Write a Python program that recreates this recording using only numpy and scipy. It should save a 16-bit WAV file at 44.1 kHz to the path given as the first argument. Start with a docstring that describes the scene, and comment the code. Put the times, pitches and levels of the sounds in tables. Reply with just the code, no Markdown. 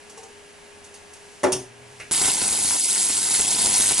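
"""High-voltage arcs on a bench

A small room, heard on a camera's close pair of microphones. The rig whines, a switch is handled,
a contactor slams in with a hum and a relay ticks. Then arcs jump from two terminals across a disc:
a volley of sparks in every half cycle of the mains, a harsh, crackling buzz that the walls throw back."""
import sys
import numpy as np
from scipy import signal
from scipy.fft import rfft, irfft
from scipy.io import wavfile
from scipy.ndimage import uniform_filter1d

SR = 44100
rng = np.random.default_rng(int(sys.argv[2]) if len(sys.argv) > 2 else 0)


def generate_wav(sig):
    """Save sig (samples, or channels by samples) to the path in sys.argv[1] as 16-bit PCM at SR."""
    pcm = np.round(np.clip(np.atleast_2d(sig).T, -1, 1) * 32767).astype(np.int16)
    wavfile.write(sys.argv[1], SR, pcm)


N = 176400
STRIKE_S, HALF_CYCLE_HZ = 2.115, 99.87  # when the arcs strike; mains half cycles per second


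def amp(db):
    """Decibels to gain."""
    return 10 ** (np.asarray(db) / 20)


def unit(x):
    """Scales to rms 1."""
    return x / np.sqrt(np.mean(x ** 2) + 1e-20)


def read(points, hz):
    """Reads a table on a log-frequency axis."""
    f, value = np.transpose(points)
    return np.interp(np.log(hz + 1), np.log(f + 1), value)


def add(mix, s, sound):
    """Mixes a sound in at time s."""
    part = mix[round(s * SR):][:len(sound)]
    part += sound[:len(part)]


def colour(tone, size=4096):
    """A minimum-phase click of energy 1 with the given spectrum."""
    log_gain = np.log(amp(read(tone, abs(np.fft.fftfreq(size, 1 / SR)))))
    click = np.fft.ifft(np.exp(signal.hilbert(log_gain).conj())).real[:size // 2]
    return click / np.linalg.norm(click)


def pair(two, likeness):
    """Makes two unrelated signals partly alike, band by band, as at two nearby microphones."""
    a, b = rfft(two)
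    same = np.clip(read(likeness, np.fft.rfftfreq(two.shape[1], 1 / SR)), -.99, .99)
    mid, side = a * np.sqrt((1 + same) / 2), b * np.sqrt((1 - same) / 2)
    return irfft(np.array([mid + side, mid - side]), two.shape[1])


def burst(tone, t60, rise_s):
    """A short rattle of dense resonances: coloured noise, 60 dB down after t60 seconds."""
    t = np.arange(SR) / SR
    noise = signal.fftconvolve(rng.standard_normal(len(t)), colour(tone))[:len(t)]
    return noise * (1 - np.exp(-t / rise_s)) * amp(-60 * t / t60)


def ring(modes, rise_s):
    """Dying modes of a struck body."""
    t = np.arange(SR) / SR
    tones = sum(amp(db - 60 * t / t60) * np.sin(2 * np.pi * hz * t) for hz, db, t60 in modes)
    return tones * (1 - np.exp(-t / rise_s))


def room(x, likeness, wet_db, early_db, early_s):
    """What reaches the microphones: direct sound, quick scatter off the bench, the room's tail."""
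    # reverberation time of the room (f/Hz, t60/s)
    decay = [(100, 0.49), (400, 0.35), (1500, 0.33), (5000, 0.32), (11000, 0.3)]
    t = np.arange(SR // 2) / SR
    signs = rng.choice([-1., 1.], (2, len(t)))
    taps = pair(signs * (rng.random((2, len(t))) < 6000 / SR), likeness)  # 6000 echoes a second
    hz, at, spectra = signal.stft(taps * (t > .008), SR, nperseg=256)
    spectra = spectra * amp(-60 * at / read(decay, hz)[:, None])
    tail = signal.istft(spectra, SR, nperseg=256)[1][:, :len(t)]
    early = taps * (t > .001) * np.exp(-t / early_s)
    response = (t == 0) + amp(early_db) * early / np.linalg.norm(early[0])
    response += amp(wet_db) * tail / np.linalg.norm(tail[0])
    return signal.fftconvolve(np.atleast_2d(x), response / np.linalg.norm(response[0]), axes=1)[:, :N]


def room_air(level_db=-46):
    """Room tone: a low rumble under a hiss whose treble drifts in level."""
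    # spectrum of the air (f/Hz, level/dB)
    tone = [(25, -13.5), (54, -32), (82, -5), (118, -18.5), (230, -9.5), (340, -14.5), (480, -11.5),
            (800, -11.5), (1250, -17), (1750, -14.5), (2800, -15.5), (3600, -21), (11000, -21.5)]
    # the air across the pair (f/Hz, left-right correlation)
    likeness = [(200, .15), (450, 0.38), (1500, 0.29), (4000, 0.71), (9000, .8)]
    # drift of the hiss above 3500 Hz (t/s, level/dB)
    drift = [(0, 0), (.9, -1), (1.4, 2), (1.7, -4), (2.0, 2)]
    t, hz = np.arange(N) / SR, np.fft.rfftfreq(N, 1 / SR)
    noise = pair(rng.standard_normal((2, N)), likeness)
    air = unit(irfft(rfft(noise) * amp(read(tone, hz)), N))
    hiss = irfft(rfft(air) * (1 - 1 / (1 + (hz / 3500) ** 6)), N)
    hiss_gain = amp(np.interp(t, *np.transpose(drift)))
    return amp(level_db) * (air + hiss * (hiss_gain - 1))


def rig_whine(waver, flutter, flutter_db=1.2, left_db=1.5):
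    """The rig's constant, slightly wavering whine, a little to the left."""
    # tones of the whine (f/Hz, level/dB)
    partials = [(409.5, -54), (910, -68.5), (1655, -65)]
    clock = np.cumsum(1 + 0.00475 * waver) / SR
    whine = sum(amp(db) * unit(np.sin(2 * np.pi * hz * clock)) for hz, db in partials)
    return whine * amp(flutter_db * flutter + left_db * np.array([[1], [-1]]))


def power_hum(waver, flutter, on_s=1.47, hz=121, level_db=-46.5, fade_db_per_s=26):
    """A rough hum that comes on with the power and fades."""
    since = np.maximum(np.arange(N) / SR - on_s, 0)
    phase = 2 * np.pi * hz * np.cumsum(1 + 0.0476 * flutter) / SR
    hum = unit(np.sin(phase) + amp(-19) * np.sin(2 * phase))
    return hum * np.minimum(since / 0.027, 1) * amp(level_db - fade_db_per_s * since + 2.7 * waver)


def load_hum():
    """The supply buzzes on the mains harmonics while the arcs draw current."""
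    # first harmonics of the half-cycle rate (level/dB)
    harmonics = [-62.5, -55.5, -53.5]
    phase = 2 * np.pi * HALF_CYCLE_HZ * np.maximum(np.arange(N) / SR - STRIKE_S, 0)
    return sum(amp(db) * np.sqrt(2) * np.sin(k * phase) for k, db in enumerate(harmonics, 1))


def hand_switch():
    """A handled switch clicks lightly and knocks its housing."""
    # touches of the switch (t/s, click level/dB, knock level/dB)
    clicks = [(0.095, -44, -45.5), (0.173, -42.5, -36.5), (.230, -46, -37.5), (.840, -44.5, -63),
              (0.94, -42, -52), (1.131, -43.5, -54)]
    # spectrum of a click (f/Hz, level/dB)
    tone = [(300, -14), (800, -5), (3500, -4.5), (7000, 4), (11000, -1.5)]
    # modes of the housing (f/Hz, level/dB, t60/s)
    housing = [(447, -4.5, 0.23), (780, -3, .08), (885, -5, .06), (1113, -8, 0.06)]
    out = np.zeros(N)
    for s, click_db, knock_db in clicks:
        add(out, s, amp(click_db) * burst(tone, t60=0.13, rise_s=0.0015))
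        add(out, s, amp(knock_db) * ring(housing, rise_s=0.0027))
    return out


def contactor():
    """The contactor slams in: thuds that ring its cabinet, then metal clacks."""
    # blows of the contactor (t/s, thud level/dB, clack level/dB)
    blows = [(1.432, -23, -27), (1.438, -13.5, -22.5), (1.446, -14.5, -54), (1.467, -20.5, -55),
             (1.52, -47, -19.5), (1.527, -33.5, -17.5), (1.534, -37, -26.5), (1.562, -35, -34)]
    # spectra of thud and clack (f/Hz, level/dB)
    thud_tone = [(30, -49), (130, -15), (190, -12), (260, 4), (380, -13), (460, -5.5), (600, -1), (900, -7),
                 (1100, -11), (1730, -11.5), (2400, -25), (11000, -48)]
    clack_tone = [(200, -5), (2000, -20), (2950, -4.5), (4300, -13.5), (5600, 0), (6700, -3), (7600, -6.5),
                  (9100, -2.5), (11000, -6)]
    # modes of the cabinet (f/Hz, level/dB, t60/s)
    cabinet = [(137.6, -21, 0.4), (247, -26, 0.54), (375.5, 5, 0.19), (393.6, 0, 0.22), (498, -7, 0.27),
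               (646, -15, 0.36)]
    out = np.zeros(N)
    for s, thud_db, clack_db in blows:
        thud = burst(thud_tone, t60=0.057, rise_s=0.00036) + amp(-11) * ring(cabinet, rise_s=0.0017)
        clack = burst(clack_tone, t60=0.05, rise_s=0.00066)
        add(out, s, amp(thud_db) * thud + amp(clack_db) * clack)
    return out


def relay(at_s=1.998):
    """A relay ticks once, just before the arcs strike."""
    # spectrum of the tick (f/Hz, level/dB)
    tone = [(300, -9.5), (1100, -16), (1650, 0), (2000, -5), (2450, 0.5), (3300, -18.5), (7500, -21),
            (11000, -19.5)]
    out = np.zeros(N)
    add(out, at_s, amp(-34) * burst(tone, t60=0.14, rise_s=.0004))
    return out


def switchgear():
    """Switch, contactor and relay, off-mic: heard mostly by their echoes."""
    # their echoes across the pair (f/Hz, left-right correlation)
    likeness = [(200, 1), (400, 0.89), (1600, 0.21), (3200, 1), (9000, 0.66)]
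    direct = hand_switch() + contactor() + relay()
    return amp(5.5) * room(direct, likeness, wet_db=-2.0, early_db=1.5, early_s=0.0025)


def thin(x, at_s=2.835, half_width_s=.055, below_hz=2600, dip_db=-5.5, flutter_db=8):
    """For a moment the bass and middle of the buzz sink and break into fluttering patches."""
    hz, t, spectra = signal.stft(x, SR, nperseg=1024, noverlap=768)
    patches = uniform_filter1d(rng.standard_normal(spectra.shape[1:]), size=6, axis=0)
    patches = unit(uniform_filter1d(patches, size=7, axis=1))
    depth = np.exp(-((t - at_s) / half_width_s) ** 4) / (1 + (hz[:, None] / below_hz) ** 12)
    lows = 1 / (1 + (hz[:, None] / 180) ** 4)  # these sink up to three times as far
    spectra = spectra * amp(depth * (dip_db * (1 + 2 * lows) + flutter_db * np.minimum(patches, 1)))
    return signal.istft(spectra, SR, nperseg=1024, noverlap=768)[1][:, :N]


def wander(x, spread_db=2.5, patch_hz=900, patch_s=0.013):
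    """The jagged arc keeps changing shape, so patches of its treble come and go."""
    size, hop = 256, 64
    hz, _, spectra = signal.stft(x, SR, nperseg=size, noverlap=size - hop)
    patches = rng.standard_normal(spectra.shape[1:])
    patches = uniform_filter1d(patches, round(patch_hz * size / SR), axis=0)
    patches = uniform_filter1d(patches, round(patch_s * SR / hop), axis=1)
    spectra = spectra * amp(spread_db * unit(patches) * np.minimum(hz / 1500, 1)[:, None])
    return signal.istft(spectra, SR, nperseg=size, noverlap=size - hop)[1][:, :N]


def snaps(restrike_s=0.0027, fade_s=0.015):
    """Heavy sparks sputter: a low pop, then three fading restrikes, each with a spit of noise."""
    # the hardest snaps (t/s, level/dB)
    strikes = [(2.112, -3.5), (2.215, -2), (2.248, -0.5), (2.281, -2), (2.418, -2.5), (2.528, -7.5),
               (2.647, -6.5), (3.098, -6), (3.395, 0), (3.595, -12), (3.668, -4.5), (3.798, -3),
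               (3.918, -2)]
    # spectrum of the pop (f/Hz, level/dB)
    tone = [(30, 1), (130, 12), (400, 9), (900, 2.5), (1600, 0), (8000, 3.5), (11000, 5), (13000, -35)]
    out, t = np.zeros(N), np.arange(SR // 50) / SR
    pop = colour(tone)
    for s, db in strikes:
        delays = restrike_s * (np.arange(4) + rng.uniform(-.5, .5, size=4))
        for delay in delays - delays[0]:
            spit = rng.standard_normal(len(t)) * np.exp(-t / 0.0024)
            spark = amp(-10.5) * spit / np.linalg.norm(spit) - (t == 0)
            add(out, s + delay, amp(db) * np.exp(-delay / fade_s) * signal.fftconvolve(spark, pop))
    return out


def arcs(lag_s=.0026, jitter_s=.0003, volley_spread_db=0.5, sizzle_s=.0005, steady_s=0.064):
    """On-mic: each half cycle fires a volley of sparks, each a crack and a brief sizzle."""
    # sparks of one volley (share of the half cycle, level/dB)
    volley = [(.02, -1), (.11, -2), (.2, -3.5), (.33, -5), (.5, -5.5), (.63, -3), (.75, -2.5), (.89, -7)]
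    # course of the buzz (t/s, treble level/dB, middle level/dB, bass level/dB)
    course = [(2.12, -19.5, -39, -38), (2.135, -17.5, -32.5, -40), (2.21, -16, -35.5, -35.5),
              (2.277, -14.5, -32, -36.5), (2.358, -19.5, -37.5, -40), (2.422, -17.5, -36.5, -38.5),
              (2.62, -17.5, -38, -38.5), (2.665, -16, -35.5, -44), (2.76, -17.5, -37, -34.5),
              (2.785, -17.5, -38.5, -45.5), (2.87, -17, -37, -41), (2.92, -15.5, -37.5, -44),
              (3.13, -17.5, -36, -43.5), (3.31, -17, -36.5, -40.5), (3.355, -14, -33.5, -39.5),
              (3.45, -19.5, -36, -39.5), (3.49, -15.5, -36, -37), (3.578, -18, -36.5, -39),
              (3.594, -14, -34.5, -36), (3.664, -13.5, -33.5, -34), (3.69, -17.5, -34, -36),
              (3.764, -13.5, -32.5, -38), (3.8, -15, -33, -38.5), (3.865, -13, -34.5, -37.5),
              (3.926, -16, -32, -36.5), (3.958, -20.5, -38, -48), (4.0, -11.5, -28.5, -32)]
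    # spectrum of a spark (f/Hz, level/dB)
    tone = [(25, -24), (60, -14.5), (100, -2.5), (150, -8), (260, -5.5), (420, -6), (620, -7.5), (980, -4),
            (1350, -13), (2200, -9), (3700, -6.5), (4600, -5), (5700, -6.5), (7800, 0), (11000, -0.5)]
    # the two arcs and their echoes across the pair (f/Hz, left-right correlation)
    likeness = [(200, 0), (500, .3), (1000, .55), (2000, .82), (8000, .95)]
    t, hz = np.arange(N) / SR, np.fft.rfftfreq(2 * N, 1 / SR)
    starts = np.arange(STRIKE_S + lag_s, N / SR, 1 / HALF_CYCLE_HZ)
    share, spark_db = np.transpose(volley)
    late, weight = rng.standard_normal((2, len(starts), len(share)))
    times = starts[:, None] + share / HALF_CYCLE_HZ + jitter_s * late
    at = np.round(times * SR).astype(int).ravel()
    db = spark_db + volley_spread_db * rng.standard_normal((len(starts), 1))
    body, bass = 1 / (1 + (hz / 4000) ** 8), 1 / (1 + (hz / 1200) ** 8)
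    bands = [(1 - body, 0, 4), (body - bass, .8, 4), (bass, 3.5, 5)]  # the bass varies most
    course_s, *band_levels = np.transpose(course)
    crack = rfft(colour(tone), 2 * N)
    noise = pair(rng.standard_normal((2, N)), likeness)
    pole = np.exp(-1 / (sizzle_s * SR))
    out = np.zeros((2, N))
    for (band, spread_db, sizzle_db), level_db in zip(bands, band_levels):
        train = np.bincount(at, amp(db + spread_db * np.minimum(weight, 2)).ravel(), N)[:N]
        # keeps the crackle's loudness even over steady_s, so its swells follow the course table
        train = train / np.sqrt(abs(uniform_filter1d(train ** 2, round(steady_s * SR))) + 1e-9)
        sizzle = noise * np.sqrt(signal.lfilter([1 - pole], [1, -pole], train ** 2))
        sparks = irfft(rfft(amp(sizzle_db) * sizzle - train, 2 * N) * band * crack)[:, :N]
        out += sparks / sparks[:, t > STRIKE_S].std() * amp(np.interp(t, course_s, level_db))
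    return room(wander(out) + snaps(), likeness, wet_db=-7.5, early_db=-9.0, early_s=0.0012)


def scene():
    """All sources at the pair; the left microphone hears them one sample later."""
    air = room_air()
    # two slow random wobbles, shared by the whine and the power hum
    wobbles = uniform_filter1d(rng.standard_normal((2, N)), size=2000)
    waver, flutter = unit(uniform_filter1d(wobbles, size=2000))
    background = air + rig_whine(waver, flutter) + power_hum(waver, flutter) + load_hum()
    left, right = thin(background + arcs()) + switchgear()
    return np.array([np.pad(left, (1, 0))[:N], right])


def record(dry, edge_hz=11200):
    """The camera's band limit: a steep low-pass."""
    lowpass = signal.firwin(401, edge_hz, window=("kaiser", 7), fs=SR)
    return signal.oaconvolve(dry, lowpass[None], "same")


dry = scene()
out = record(dry)
generate_wav(out)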